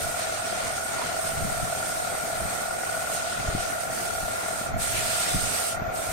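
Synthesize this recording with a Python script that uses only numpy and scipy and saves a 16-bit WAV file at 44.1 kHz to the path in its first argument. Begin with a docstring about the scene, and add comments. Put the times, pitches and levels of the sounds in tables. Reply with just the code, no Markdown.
"""Hand-sanding on a lathe

Sandpaper is held by hand against a turned wooden piece spinning on an electric lathe, lifted briefly twice. The
paper is shaped noise and tiny clicks under a pressure curve; its edge rings briefly where it catches, and once
a soft broad swell of scraping rises near 2 kHz. Under it the spindle drive growls once per turn through
headstock resonances, and the motor whines in tones. The draught of the spinning piece buffets the two
microphone ports: low noise, puffs and sharper slaps."""
import sys
import numpy as np
from scipy import signal
from scipy.fft import rfft, irfft, next_fast_len
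from scipy.io import wavfile
from scipy.ndimage import uniform_filter1d, map_coordinates

SR = 44100
rng = np.random.default_rng(int(sys.argv[2]) if len(sys.argv) > 2 else 0)


def generate_wav(sig):
    """Save sig (samples, or channels by samples) to the path in sys.argv[1] as 16-bit PCM at SR."""
    pcm = np.round(np.clip(np.atleast_2d(sig).T, -1, 1) * 32767).astype(np.int16)
    wavfile.write(sys.argv[1], SR, pcm)


N = 269892

TURNS_PER_S = 39.4  # unbraked spindle
TOUCH_S, LIFT_S = 0.0084, 0.016  # how fast the paper meets and leaves the wood
# paper held to the wood: start_s, end_s, level_db, easing_db_per_s, braking_turns_per_s
STROKE_ROWS = [(-.2, 4.692, -39.4, 0.12, 0), (4.798, 5.745, -33.5, 1, 0.52), (5.945, 6.3, -40, -6, 0.026)]


def amp(db):
    """Decibels to gain."""
    return 10 ** (np.asarray(db) / 20)


def unit(x):
    """x at rms 1."""
    return x / np.sqrt(np.mean(x ** 2) + 1e-20)


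def along(points, hz):
    """Each column of (freq_hz, ..) points, interpolated on a log axis."""
    point_hz, *columns = np.transpose(points)
    return np.array([np.interp(np.log(hz + 1), np.log(point_hz + 1), c) for c in columns])


def clock():
    """The time of each sample in seconds."""
    return np.arange(N) / SR


def curves(rows):
    """One value per sample for each column after the time."""
    knot_s, *columns = np.transpose(rows)
    return [np.interp(clock(), knot_s, c) for c in columns]


def wobble(rate_hz):
    """A smooth random curve, rate_hz knots a second."""
    knots = rng.standard_normal(int(N * rate_hz / SR) + 4)
    return map_coordinates(knots, [clock() * rate_hz])


def filtered(x, response):
    """x times a response of frequency."""
    size = next_fast_len(N + SR // 2)
    hz = np.fft.rfftfreq(size, 1 / SR)
    return irfft(rfft(x, size) * response(hz), size)[..., :N]


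def coloured(x, spectrum):
    """x shaped by the given spectrum, at rms 1."""
    return unit(filtered(x, lambda hz: amp(along(spectrum, hz))))


def noise():
    """White noise, unrelated at the two ports as in a hard-walled shop."""
    return rng.standard_normal((2, N))


def patchy(x, depth_db, size=512):
    """Neighbouring bands swell and fade apart from each other."""
    bands = signal.stft(x, nperseg=size)[2]
    field = rng.standard_normal(bands.shape[1:])
    field = uniform_filter1d(field, size=4, axis=0)
    field = uniform_filter1d(field, size=7, axis=1)
    return signal.istft(bands * amp(depth_db * unit(field)), nperseg=size)[1][:, :N]


def narrow(centre_hz, width_hz):
    """A noisy ring of rms 1 around one frequency."""
    return unit(filtered(noise(), lambda hz: 1 / (1 + ((hz - centre_hz) / width_hz) ** 2)))


def held(start_s, end_s, rise_s, fall_s):
    """0 to 1 and back, with soft edges."""
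    t = clock()
    on = (1 + np.tanh((t - start_s) / rise_s / 2)) / 2
    off = (1 + np.tanh((end_s - t) / fall_s / 2)) / 2
    return on * off


def swell(centre_s, half_length_s):
    """A smooth bump of height 1."""
    return np.exp(-((clock() - centre_s) / half_length_s) ** 2)


def angle(start_turns=0.2002, slip_turns=0.31, slip_every_s=1.003, first_slip_s=0.845):
    """Turns done so far: a hard stroke brakes the spindle, and the beat slips back and forth."""
    braking = sum(drop * held(begin, end, TOUCH_S, LIFT_S) for begin, end, _, _, drop in STROKE_ROWS)
    slipped = (clock() - first_slip_s) // slip_every_s % 2 == 0
    return start_turns + np.cumsum(TURNS_PER_S - braking) / SR - slip_turns * slipped


def once_a_turn():
    """A cosine that peaks at each throb of the spindle."""
    return np.cos(2 * np.pi * angle())


def tone(pitch_hz, drift_rad, throb):
    """An unsteady tone of rms 1 that swells with each turn of the spindle."""
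    phase = 2 * np.pi * np.cumsum(pitch_hz * np.ones(N)) / SR
    phase = phase + drift_rad * wobble(13) + rng.uniform(0, 2 * np.pi, (2, 1))
    return unit(np.sin(phase) * (1 + throb * once_a_turn()) * amp(1.3 * wobble(8)))


def draught(eddies_db=-4.5, lumps_db=1.8, steady_db=-50.1, steady_lumps_db=3.2, shared=0.3):
    """Air thrown off the piece rumbles at the ports; gusts come in eddies that build up and die away."""
    # start of no edge, but a peak: peak_s, level_db (before eddies_db), eddy_life_s
    gust_rows = [(.05, -37, .06), (1.44, -28, .08), (1.63, -33, .05), (1.78, -35, .025),
                 (2.44, -30.5, .045), (3.41, -33, 0.025), (3.54, -29.5, .07), (4.24, -35, .07),
                 (4.755, -28.5, .06), (4.95, -34.5, .22), (5.36, -24, .024), (5.437, -30, 0.035),
                 (5.85, -32.5, .06), (6.1, -32.5, .025)]
    # rumble spectrum: freq_hz, relative level_db
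    buffet_spectrum = [(20, -0.5), (55, -0.5), (105, 3.2), (160, -3.5), (260, -11), (450, -23), (1500, -63)]
    air = lambda: coloured(noise() + shared * rng.standard_normal(N), buffet_spectrum)
    eddy_power = sum((amp(db) * np.exp(-np.abs(clock() - s) / life_s)) ** 2 for s, db, life_s in gust_rows)
    gusts = np.sqrt(eddy_power) * amp(eddies_db + lumps_db * wobble(30)) * air()
    steady = amp(steady_db + steady_lumps_db * wobble(9)) * air()
    return gusts + steady


def puffs(jitter_rad=0.66):
    """Single puffs of air thump: a push, then a pull, reaching each port at its own moment."""
    # centre_s, level_db, pitch_hz (sets the speed of the pulse)
    puff_rows = [(1.337, -28, 74.9), (1.394, -26, 70), (1.426, -25, 75), (2.42, -29, 70), (2.453, -25, 70),
                 (3.491, -18.5, 48), (3.592, -25, 58), (4.238, -30, 65.05), (4.699, -27, 62),
                 (4.745, -24, 62), (4.764, -22.5, 69.9), (4.869, -30, 70), (4.946, -30, 58),
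                 (5.347, -26, 75), (5.364, -17.5, 62), (5.432, -25, 68), (5.821, -29, 80.1),
                 (5.882, -28, 58), (6.091, -29, 50)]
    out = np.zeros((2, N))
    for centre_s, level_db, pitch_hz in puff_rows:
        u = 2 * np.pi * pitch_hz * (clock() - centre_s) + rng.normal(0, jitter_rad, (2, 1))
        out -= amp(level_db) * 2 * u / (1 + u ** 2) ** 2
    return out


def slaps(jitter_rad=0.41):
    """Sharper slaps of air: a pressure peak between two shallow dips, each port at its own moment."""
    # centre_s, peak level_db, pitch_hz (sets the speed of the pulse)
    slap_rows = [(1.452, -22.5, 170), (1.631, -25, 190), (2.239, -31, 210), (2.418, -32, 210),
                 (3.399, -29, 170), (3.447, -31, 210), (3.551, -20, 215), (4.614, -30, 190),
                 (4.988, -29, 160), (5.346, -26, 190), (5.821, -28, 170)]
    out = np.zeros((2, N))
    for centre_s, level_db, pitch_hz in slap_rows:
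        u = np.pi * pitch_hz * (clock() - centre_s) + rng.normal(0, jitter_rad, (2, 1))
        out += amp(level_db) * (1 - 2 * u ** 2) * np.exp(-u ** 2)
    return out


def motor(fan_db=-38.0, whine_gain_db=2.0, hum_gain_db=-0.4, whistle_db=-64.0, whistle_hz=12031):
    """Whine, hum and a thin electrical whistle, over ringing bearings and the rush of fan and belt."""
    # whine, sinks and grows as the paper moves to the wide bulb; upper line is one turn rate above:
    # time_s, pitch_hz, level_db, upper_level_db (levels before whine_gain_db)
    whine_rows = [(0, 1426, -48, -53), (1.2, 1427, -47, -52), (1.55, 1412, -48, -58),
                  (1.95, 1424, -46, -53), (2.4, 1416, -53, -57), (2.65, 1426, -46, -49),
                  (3.7, 1427, -46, -50), (3.95, 1404, -48, -60), (4.2, 1404, -43, -56),
                  (4.35, 1393, -44, -55), (4.85, 1391, -45, -55), (5.1, 1405, -42.5, -56),
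                  (5.45, 1402, -46, -56), (5.7, 1393, -44, -51), (6.12, 1392, -51, -54)]
    # wavering hum tones: pitch_hz, level_db (before hum_gain_db)
    hum_rows = [(92, -58), (657, -45), (672, -49), (711, -48)]
    # thin ringing of the bearings: centre_hz, width_hz, mid level_db
    bearing_rows = [(6130, 220, -60), (6810, 110, -59)]
    # fan and belt spectrum: freq_hz, relative level_db
    fan_spectrum = [(25, -17), (100, 0), (200, 2.5), (330, -.8), (520, 4.5), (1000, -2), (1230, 2.5),
                    (1600, -2), (1880, -0.5), (2400, -3.5), (2900, -13.5), (4500, -16.5), (6600, -21),
                    (8500, -30), (10000, -35), (12500, -33), (15000, -48)]
    whine_hz, whine_db, upper_db = curves(whine_rows)
    whine = amp(whine_db) * tone(whine_hz, drift_rad=0.45, throb=0.55)
    whine += amp(upper_db) * tone(whine_hz + TURNS_PER_S, drift_rad=0.35, throb=0.3)
    hum = sum(amp(db) * tone(hz, drift_rad=1.2, throb=0.68) for hz, db in hum_rows)
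    whistle = amp(whistle_db) * tone(whistle_hz, drift_rad=0.8, throb=0.1)
    ringing = sum(amp(db + 3.5 * wobble(14)) * narrow(hz, width_hz) for hz, width_hz, db in bearing_rows)
    fan = amp(fan_db + 0.81 * wobble(7)) * coloured(patchy(noise(), depth_db=1.6), fan_spectrum)
    return amp(whine_gain_db) * whine + amp(hum_gain_db) * hum + whistle + ringing + fan


def knocks(lead_s=0.004003, scatter_s=0.002):
    """Drive knocks at rms 1: one click a turn, never quite on time."""
    turns = np.maximum.accumulate(angle())
    times_s = np.interp(np.arange(1, int(turns[-1])), turns, clock()) - lead_s
    scattered_s = times_s + rng.normal(0, scatter_s, (2, len(times_s)))
    places = np.clip(scattered_s * SR, 0, N - 1).astype(int)
    return unit(np.array([np.bincount(port, minlength=N) for port in places]))


def evened(x, evenness=0.45):
    """x with its energy partly evened out from turn to turn."""
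    power = np.abs(uniform_filter1d(np.mean(x ** 2, axis=0), size=int(SR / TURNS_PER_S)))
    return x * (power / power.mean() + 1e-6) ** (-evenness / 2)


def spindle(growl_db=-34.6, throb_db=2.0, buzz_db=0.7, buzz_hz=120.0, knock_db=-5):
    """The drive buzzes, knocks and rubs hardest once per turn and rings the cast headstock."""
    # headstock resonances: centre_hz, width_hz, relative left_db, relative right_db
    headstock_rows = [(556, 60, -16, -16.5), (656.5, 42.4, -2.5, 0.7), (713, 62.5, 1.1, -4),
                      (1389, 54, -.6, -5), (1436, 32, -12, -9.5)]
    # growl level: time_s, level_db (relative to growl_db)
    growl_rows = [(0, 0.2), (.9, -0.3), (1.3, 0.64), (2.2, 0.7), (2.9, 0.36), (4.15, .3), (4.35, -0.5),
                  (4.72, -1), (4.88, -2), (5.05, -.5), (5.6, .1), (6.12, 0.2)]
    load = amp(throb_db * once_a_turn() + buzz_db * np.sin(2 * np.pi * buzz_hz * clock()))
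    growl = np.zeros((2, N))
    for centre_hz, width_hz, left_db, right_db in headstock_rows:
        # two poles in a row: a rounded top with steep skirts
        ring = lambda hz: (1j * hz * 2 * width_hz / (centre_hz ** 2 - hz ** 2 + 2j * hz * width_hz)) ** 2
        rung = filtered(amp(knock_db) * knocks() + noise(), ring)
        growl += amp([[left_db], [right_db]]) * evened(rung)
    level_db, = curves(growl_rows)
    return amp(growl_db + level_db) * unit(evened(growl * load))


def rattles(half_length_s=0.0046):
    """Now and then the drive knocks harder and the headstock rings for a few cycles."""
    # centre_s, peak level_db, pitch_hz
    rattle_rows = [(.577, -28, 670), (1.193, -26, 695), (1.601, -27, 673), (1.728, -27, 680),
                   (2.127, -28, 680), (2.407, -27, 670), (2.533, -27, 704), (3.5, -26, 680),
                   (4.77, -22, 680)]
    ring = lambda s, hz: np.sin(2 * np.pi * hz * (clock() - s) + rng.uniform(0, 2 * np.pi, (2, 1)))
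    return sum(amp(db) * swell(s, half_length_s) * ring(s, hz) for s, db, hz in rattle_rows)


def rub_notes():
    """The paper's edge catches and rubs brief notes, and once a soft broad swell of scraping rises near 2 kHz:
    narrow noise under a short bump."""
    # centre_s, level_db, pitch_hz, width_hz, half_length_s
    note_rows = [(0.67, -44, 980, 50, 0.02), (.7, -46, 2050, 350, 0.11), (1.012, -36.5, 967, 60, .03),
                 (4.975, -35.5, 2452, 650, 0.046)]
    return sum(amp(db) * swell(s, length_s) * narrow(hz, width_hz)
               for s, db, hz, width_hz, length_s in note_rows)


def pressure():
    """Gain of the rubbing: strokes land, ease off or build, and lift; the hand's push varies briefly."""
    # brief changes of hand pressure: centre_s, change_db, half_length_s
    push_rows = [(.02, 2.6, .06), (0.213, 2.5, .035), (.62, 0.7, .08), (.82, -0.5, .06), (1.28, 2, 0.047),
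                 (1.898, 0.75, 0.14), (2.559, 0.5, 0.076), (2.746, -2.5, 0.1), (3.033, 1.5, .025),
                 (3.154, 4, 0.041), (3.44, -1, .11), (3.64, 1.4, .035), (3.76, -2, 0.031), (3.89, -3, .035),
                 (4.03, 1.5, 0.069), (5.19, 1.3, 0.14), (5.57, 1.2, .04)]
    strokes = sum(held(start, end, TOUCH_S, LIFT_S) * amp(db - easing * np.maximum(clock() - start, 0))
                  for start, end, db, easing, _ in STROKE_ROWS)
    return strokes * amp(sum(db * swell(s, length_s) for s, db, length_s in push_rows))


def grit(rate_hz, share):
    """Abrasive grains snap wood fibres: tiny clicks of uneven size over smooth friction."""
    clicks = unit(noise() * (rng.random((2, N)) < rate_hz / SR))
    share = np.clip(share, 0, 1)  # click share of the power
    return np.sqrt(share) * clicks + np.sqrt(1 - share) * noise()


def sandpaper(hiss_db=-0.4, fizz_db=-4.7, scrape_db=-9.5,
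              flat_hiss_db=1.0, flat_fizz_db=-6.0, flat_scrape_db=8.0,
              flutter_db=0.9, tremor_db=0.7, patches_db=1.9,
              edge_lead_s=0.012, slide_s=0.019, firm_db=-38, bite=0.53):
    """The strip hisses on the wood; on its edge it fizzes, laid flat or pressed hard it scrapes lower."""
    # strip slides off its edge and lies flat in a hollow: start_s, end_s, flatness (0-1)
    slide_rows = [(0.178, 0.763, 0.77), (0.934, 1.17, 0.88), (3.204, 3.663, 1), (4.9, 5.33, 0.29)]
    # spectra: freq_hz, relative level_db
    hiss_spectrum = [(300, -18), (1200, -10), (2300, -0.5), (3100, -2), (5000, 0), (7200, 2), (9000, -2),
                     (11000, -13), (15500, -20)]
    fizz_spectrum = [(4000, -28), (8000, 4), (11500, -1.5), (12500, -2), (14000, -6), (15700, -13)]
    scrape_spectrum = [(500, -24), (1400, -6), (2200, -6), (3000, -4.5), (4000, -5.5), (5000, -8),
                       (9000, -45)]
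    flat = sum(flatness * held(start, end, slide_s, slide_s) for start, end, flatness in slide_rows)
    press = pressure()
    # the edge of the strip meets and leaves the wood first
    edge_press = np.interp(clock() + edge_lead_s, clock(), press)

    def rub(spectrum):
        """Grit that trembles as the contact patch shifts and the paper flutters over the grain."""
        tremble_db = tremor_db * wobble(34) + flutter_db * np.array([wobble(300), wobble(300)])
        return amp(tremble_db) * coloured(patchy(grit(rate_hz=3000, share=0.28), patches_db), spectrum)

    hiss = amp(hiss_db + flat_hiss_db * flat) * rub(hiss_spectrum)
    fizz = amp(fizz_db + flat_fizz_db * flat) * rub(fizz_spectrum)
    # bite: dB of extra scrape per dB of pressure beyond firm_db
    extra_scrape = (press / amp(firm_db)) ** bite
    scrape = amp(scrape_db + flat_scrape_db * flat) * extra_scrape * rub(scrape_spectrum)
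    return press * (hiss + scrape) + edge_press * fizz


def scene():
    """Moving air, lathe and paper."""
    air = draught() + puffs() + slaps()
    lathe = motor() + spindle() + rattles()
    paper = rub_notes() + sandpaper()
    return air + lathe + paper


def record(dry, top_hz=15800):
    """Each port colours the treble in its own way; nothing passes above the band limit."""
    # port colour: freq_hz, left_db, right_db
    port_rows = [(4500, 1.5, 1.5), (6360, 1.5, 2.5), (7910, 0.5, 0), (8030, -2.5, 11.5), (9520, 5.5, 9),
                 (9740, -5, 7.5), (11400, 5, 5)]
    return filtered(dry, lambda hz: amp(along(port_rows, hz)) * (hz < top_hz))


dry = scene()
out = record(dry)
generate_wav(out)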